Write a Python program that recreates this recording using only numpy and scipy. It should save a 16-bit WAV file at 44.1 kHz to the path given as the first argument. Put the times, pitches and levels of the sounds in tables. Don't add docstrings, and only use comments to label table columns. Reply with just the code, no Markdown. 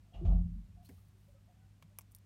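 import sys
import numpy as np
from scipy import signal
from scipy.fft import rfft, irfft
from scipy.io import wavfile

SR = 44100
rng = np.random.default_rng(int(sys.argv[2]) if len(sys.argv) > 2 else 0)


def unload_wav(signal):
    wavfile.write(
        sys.argv[1],
        SR,
        np.round(np.clip(np.atleast_2d(signal).T, -1, 1) * 32767).astype(np.int16),
    )


N = 99225
TIME_S = np.arange(N) / SR

# (frequency [Hz], level [dB])
HUM_LINES = [(49.5, -73.5), (100.2, -64), (150, -77.5), (200.3, -77), (301, -90.5)]
# (frequency [Hz], relative density [dB])
AIR_SPECTRUM = [(20, -120), (45, -82), (80, -87.5), (180, -92), (260, -102), (420, -110), (700, -111),
                (1400, -115), (2700, -117), (5000, -121), (9500, -123.5), (10600, -127), (14500, -126),
                (16000, -136)]
# (time [s], boom [dB], clatter [dB], rattle [dB])
THUD_BLOWS = [(0.039, -45.5, -79, -86), (.136, -18.5, -61.5, -70.5), (.246, -0.5, -51.5, -66),
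              (0.317, -23.5, -70, -84)]
# (frequency [Hz], relative level [dB], t60 [s], split [Hz])
ROOM_MODE_PAIRS = [(46.5, -13, 0.72, 4.4), (64.3, -31.5, 0.52, 9), (81.25, -29.5, 0.83, 6.2),
                   (95.2, -44.5, 0.81, 11), (128.4, -48.5, .5, 3.7), (173.3, -24.5, 0.88, 2.4),
                   (191.1, -35.5, 1, 3.2)]
# (frequency [Hz], relative density [dB])
RUMBLE_SPECTRUM = [(25, -31.5), (40, 1.5), (75, 15.5), (120, 2.5), (200, -1.5), (260, -13), (350, -23.5),
                   (500, -69.5)]
CLATTER_SPECTRUM = [(250, 3.5), (450, -3), (570, 0), (675, 7), (850, -4), (980, -13), (1230, -9),
                    (1500, -25), (2200, -54)]
RATTLE_SPECTRUM = [(1400, -8), (2000, -6), (2850, 0), (3600, -6), (5000, -13), (6500, -15), (9000, -28.5),
                   (15000, -43)]
# (time [s], frequency [Hz], width [Hz], level [dB], hold [s], t60 [s])
KNOCK_EVENTS = [(0.12, 742, 130, -69, 0.039, .1), (0.136, 2850, 180, -69.5, 0.022, 0.22),
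                (0.131, 3280, 150, -72.5, 0.0065, .12), (0.209, 350, 38, -48, 0.035, 0.048),
                (0.213, 172, 30, -44, 0.024, .08), (0.236, 79.7, 20.2, -30, 0.034, 0.075),
                (0.549, 201.4, 6, -56, 0.044, 0.051), (.85, 4330, 420, -73, 0.017, 0.078),
                (0.888, 272, 70, -52, 0.0053, 0.074), (0.895, 458, 260, -61, 0.011, 0.092),
                (0.892, 734, 130, -73, .015, .15), (0.902, 194.4, 56, -61, 0.0273, 0.066),
                (.889, 1970, 296, -64.5, 0.0049, 0.053), (0.904, 84.8, 54, -53.5, 0.047, 0.32),
                (0.978, 1210, 44, -77, 0.0076, 0.066), (1.829, 167, 36, -59, 0.021, 0.08)]
# (time [s], nominal length [s], level [dB], frequency [Hz])
TONE_EVENTS = [(0.757, 0.12, -69.5, 705), (1.112, 0.14, -81.5, 385), (1.272, 0.041, -69.5, 560),
               (1.337, 0.02, -64, 561), (1.349, 0.043, -81, 1290), (1.466, 0.073, -72, 705),
               (1.476, 0.061, -81, 546), (1.535, 0.21, -83, 759), (1.605, 0.062, -82.5, 1530),
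               (1.896, 0.054, -78.5, 600)]
# (time [s], level [dB], hold [s], t60 [s])
LEG_PUSHES = [(0.826, -77.5, 0.023, 0.11), (0.846, -70, 0.015, 0.21), (0.886, -72.5, 0.0069, 0.55),
              (0.961, -85, 0.065, 0.86), (1.177, -84, 0.13, 0.38)]
# (frequency [Hz], relative density [dB])
LITTER_SPECTRUM = [(1000, -22), (2500, -1.5), (4300, -0.5), (7500, -4.5), (9400, 2.5), (10500, -4),
                   (12000, 2), (15500, -2)]
# (time [s], body drive [dB], middle drive [dB], top drive [dB])
CRACK_EVENTS = [(0.8914, -57.5, -57, -72), (1.0851, -83, -69, -59), (1.8252, -50.5, -67, -67),
                (1.827, -54.5, -65, -61), (1.987, -40.5, -37, -30.5), (2.010, -58, -53, -57),
                (2.0156, -64, -52, -68), (2.0175, -66, -75, -55), (2.1125, -84, -71, -60),
                (2.119, -82, -67, -48.5), (2.1233, -84, -78, -56), (2.149, -80, -50, -36),
                (2.155, -84, -66, -63), (2.163, -87, -67, -48), (2.186, -82, -61, -55)]
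# (frequency [Hz], relative level [dB], t60 [s])
CRACK_MODES = [(723, -9.5, 0.007), (990, -3.5, 0.0061), (2300, -4, 0.0044), (3020, -14.5, 0.004),
               (4570, -23, 0.0056), (5760, -6, 0.0026), (6530, -15, 0.0025), (7660, -9, .0035),
               (9260, -5, 0.0021), (11770, -10, 0.0035), (13400, -18, 0.0044), (15000, -22, .003)]
# (body [Hz], middle [Hz], top [Hz])
GROUP_HIGHPASS_HZ = [563, 2570, 5960]


def from_db(db):
    return 10 ** (np.asarray(db) / 20)


def unit_rms(x):
    return x / np.sqrt(np.mean(x ** 2) + 1e-20)


def butter(x, order, corner_hz, kind):
    return signal.sosfilt(signal.butter(order, corner_hz, kind, fs=SR, output="sos"), x)


def colour(x, spectrum):
    hz, db = np.transpose(spectrum)
    grid_hz = np.maximum(np.arange(N // 2 + 1) * SR / N, 1)
    gain = from_db(np.interp(np.log(grid_hz), np.log(hz), db))
    return unit_rms(irfft(rfft(x) * gain, N))


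def noise(spectrum):
    return colour(rng.standard_normal(N), spectrum)


def narrow_noise(hz, width_hz):
    grid_hz = np.arange(N // 2 + 1) * SR / N
    rolloff = 1 + (2 * (grid_hz - hz) / width_hz) ** 2
    return unit_rms(irfft(rfft(rng.standard_normal(N)) / rolloff, N))


def decay(age_s, t60_s):
    return np.exp(-np.log(1000) * age_s / t60_s)


def envelope(start_s, rise_s, hold_s, t60_s):
    age_s = TIME_S - start_s
    attack = np.sin(np.pi / 2 * np.clip(age_s / rise_s, 0, 1)) ** 2
    return attack * decay(np.maximum(age_s - hold_s, 0), t60_s)


def ring(force, hz, t60_s):
    radius = decay(1 / SR, t60_s)
    pole_real = radius * np.cos(2 * np.pi * hz / SR)
    return signal.lfilter([1, -pole_real], [1, -2 * pole_real, radius ** 2], force + 1e-18)


def room_tone(air_db=-65.5):
    hum = sum(from_db(db) * np.sqrt(2) * np.sin(2 * np.pi * (hz * TIME_S + rng.random()))
              for hz, db in HUM_LINES)
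    return hum + from_db(air_db) * noise(AIR_SPECTRUM)


def thud(rumble_re_boom_db=-36, boom_lowpass_hz=420):
    low, high = np.zeros((2, N))
    rumble, clatter, rattle = noise(RUMBLE_SPECTRUM), noise(CLATTER_SPECTRUM), noise(RATTLE_SPECTRUM)
    for start_s, boom_db, clatter_db, rattle_db in THUD_BLOWS:
        age_s = np.maximum(TIME_S - start_s, 0)
        for hz, db, t60_s, split_hz in ROOM_MODE_PAIRS:
            pair = np.sin(np.pi * split_hz * age_s) * np.cos(2 * np.pi * hz * age_s)
            low += from_db(boom_db + db) * decay(age_s, t60_s) * pair
        rumble_db = boom_db + rumble_re_boom_db
        low += from_db(rumble_db) * rumble * envelope(start_s, rise_s=0.012, hold_s=0.081, t60_s=0.98)
        high += from_db(clatter_db) * clatter * envelope(start_s, rise_s=0.012, hold_s=0.081, t60_s=0.28)
        high += from_db(rattle_db) * rattle * envelope(start_s, rise_s=0.0095, hold_s=0.0095, t60_s=0.36)
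    return butter(low, 4, boom_lowpass_hz, "low") + high


def knocks(rise_s=0.0042):
    out = np.zeros(N)
    for start_s, hz, width_hz, db, hold_s, t60_s in KNOCK_EVENTS:
        phase = np.angle(signal.hilbert(narrow_noise(hz, width_hz)))
        tone = np.sqrt(2) * np.cos(phase)
        knock = from_db(db) * tone * envelope(start_s, rise_s, hold_s, t60_s)
        out += butter(knock, 2, [hz / np.sqrt(2), hz * np.sqrt(2)], "band")
    return out


def far_tones(waver_rms_hz=20):
    out = np.zeros(N)
    for start_s, length_s, db, hz in TONE_EVENTS:
        pitch_hz = hz + waver_rms_hz * narrow_noise(0, width_hz=100)
        tone = np.sqrt(2) * np.sin(2 * np.pi * np.cumsum(pitch_hz) / SR)
        out += from_db(db) * tone * envelope(start_s, rise_s=0.023, hold_s=0.61 * length_s, t60_s=0.11)
    return out


def litter_rustle(snaps_per_s=2200, spread_db=1.5, rise_s=0.0041):
    sizes = from_db(spread_db * np.minimum(rng.exponential(1, N), 4))
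    signs = rng.choice([-1, 1], N)
    snaps = sizes * signs * (rng.random(N) < snaps_per_s / SR)
    pushes = sum(from_db(db) * envelope(start_s, rise_s, hold_s, t60_s)
                 for start_s, db, hold_s, t60_s in LEG_PUSHES)
    return colour(snaps, LITTER_SPECTRUM) * pushes


def shell_cracks(splinter_db=-5.5, reflection_db=-12):
    forces = np.zeros((3, N + SR))
    burst_samples = SR // 16
    age_s = np.arange(burst_samples) / SR
    splinters = from_db(splinter_db) * decay(age_s, t60_s=0.0029)
    reflections = from_db(reflection_db) * decay(age_s, t60_s=0.036)
    tails = np.array([reflections, reflections + splinters, reflections + splinters])
    for start_s, *drive_db in CRACK_EVENTS:
        burst = tails * (rng.random(burst_samples) - 0.5)
        burst[:, 0] = 1
        start = int(start_s * SR)
        forces[:, start:start + burst_samples] += from_db(drive_db)[:, None] * burst
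    out = np.zeros(N)
    groups = np.split(np.array(CRACK_MODES), 3)
    for force, modes, highpass_hz in zip(forces, groups, GROUP_HIGHPASS_HZ):
        shell = sum(from_db(db) * ring(force[:N], hz, t60_s) for hz, db, t60_s in modes)
        out += butter(shell, 2, highpass_hz, "high")
    return out


def scene():
    return (room_tone() + thud() + knocks() + far_tones() + litter_rustle() + shell_cracks())[None]


def record(dry):
    highpass_hz, lowpass_hz = 27, 16100
    lowpass = signal.ellip(10, 0.2, 70, lowpass_hz, fs=SR, output="sos")
    return signal.sosfilt(lowpass, butter(dry, 4, highpass_hz, "high"))


dry = scene()
out = record(dry)
unload_wav(out)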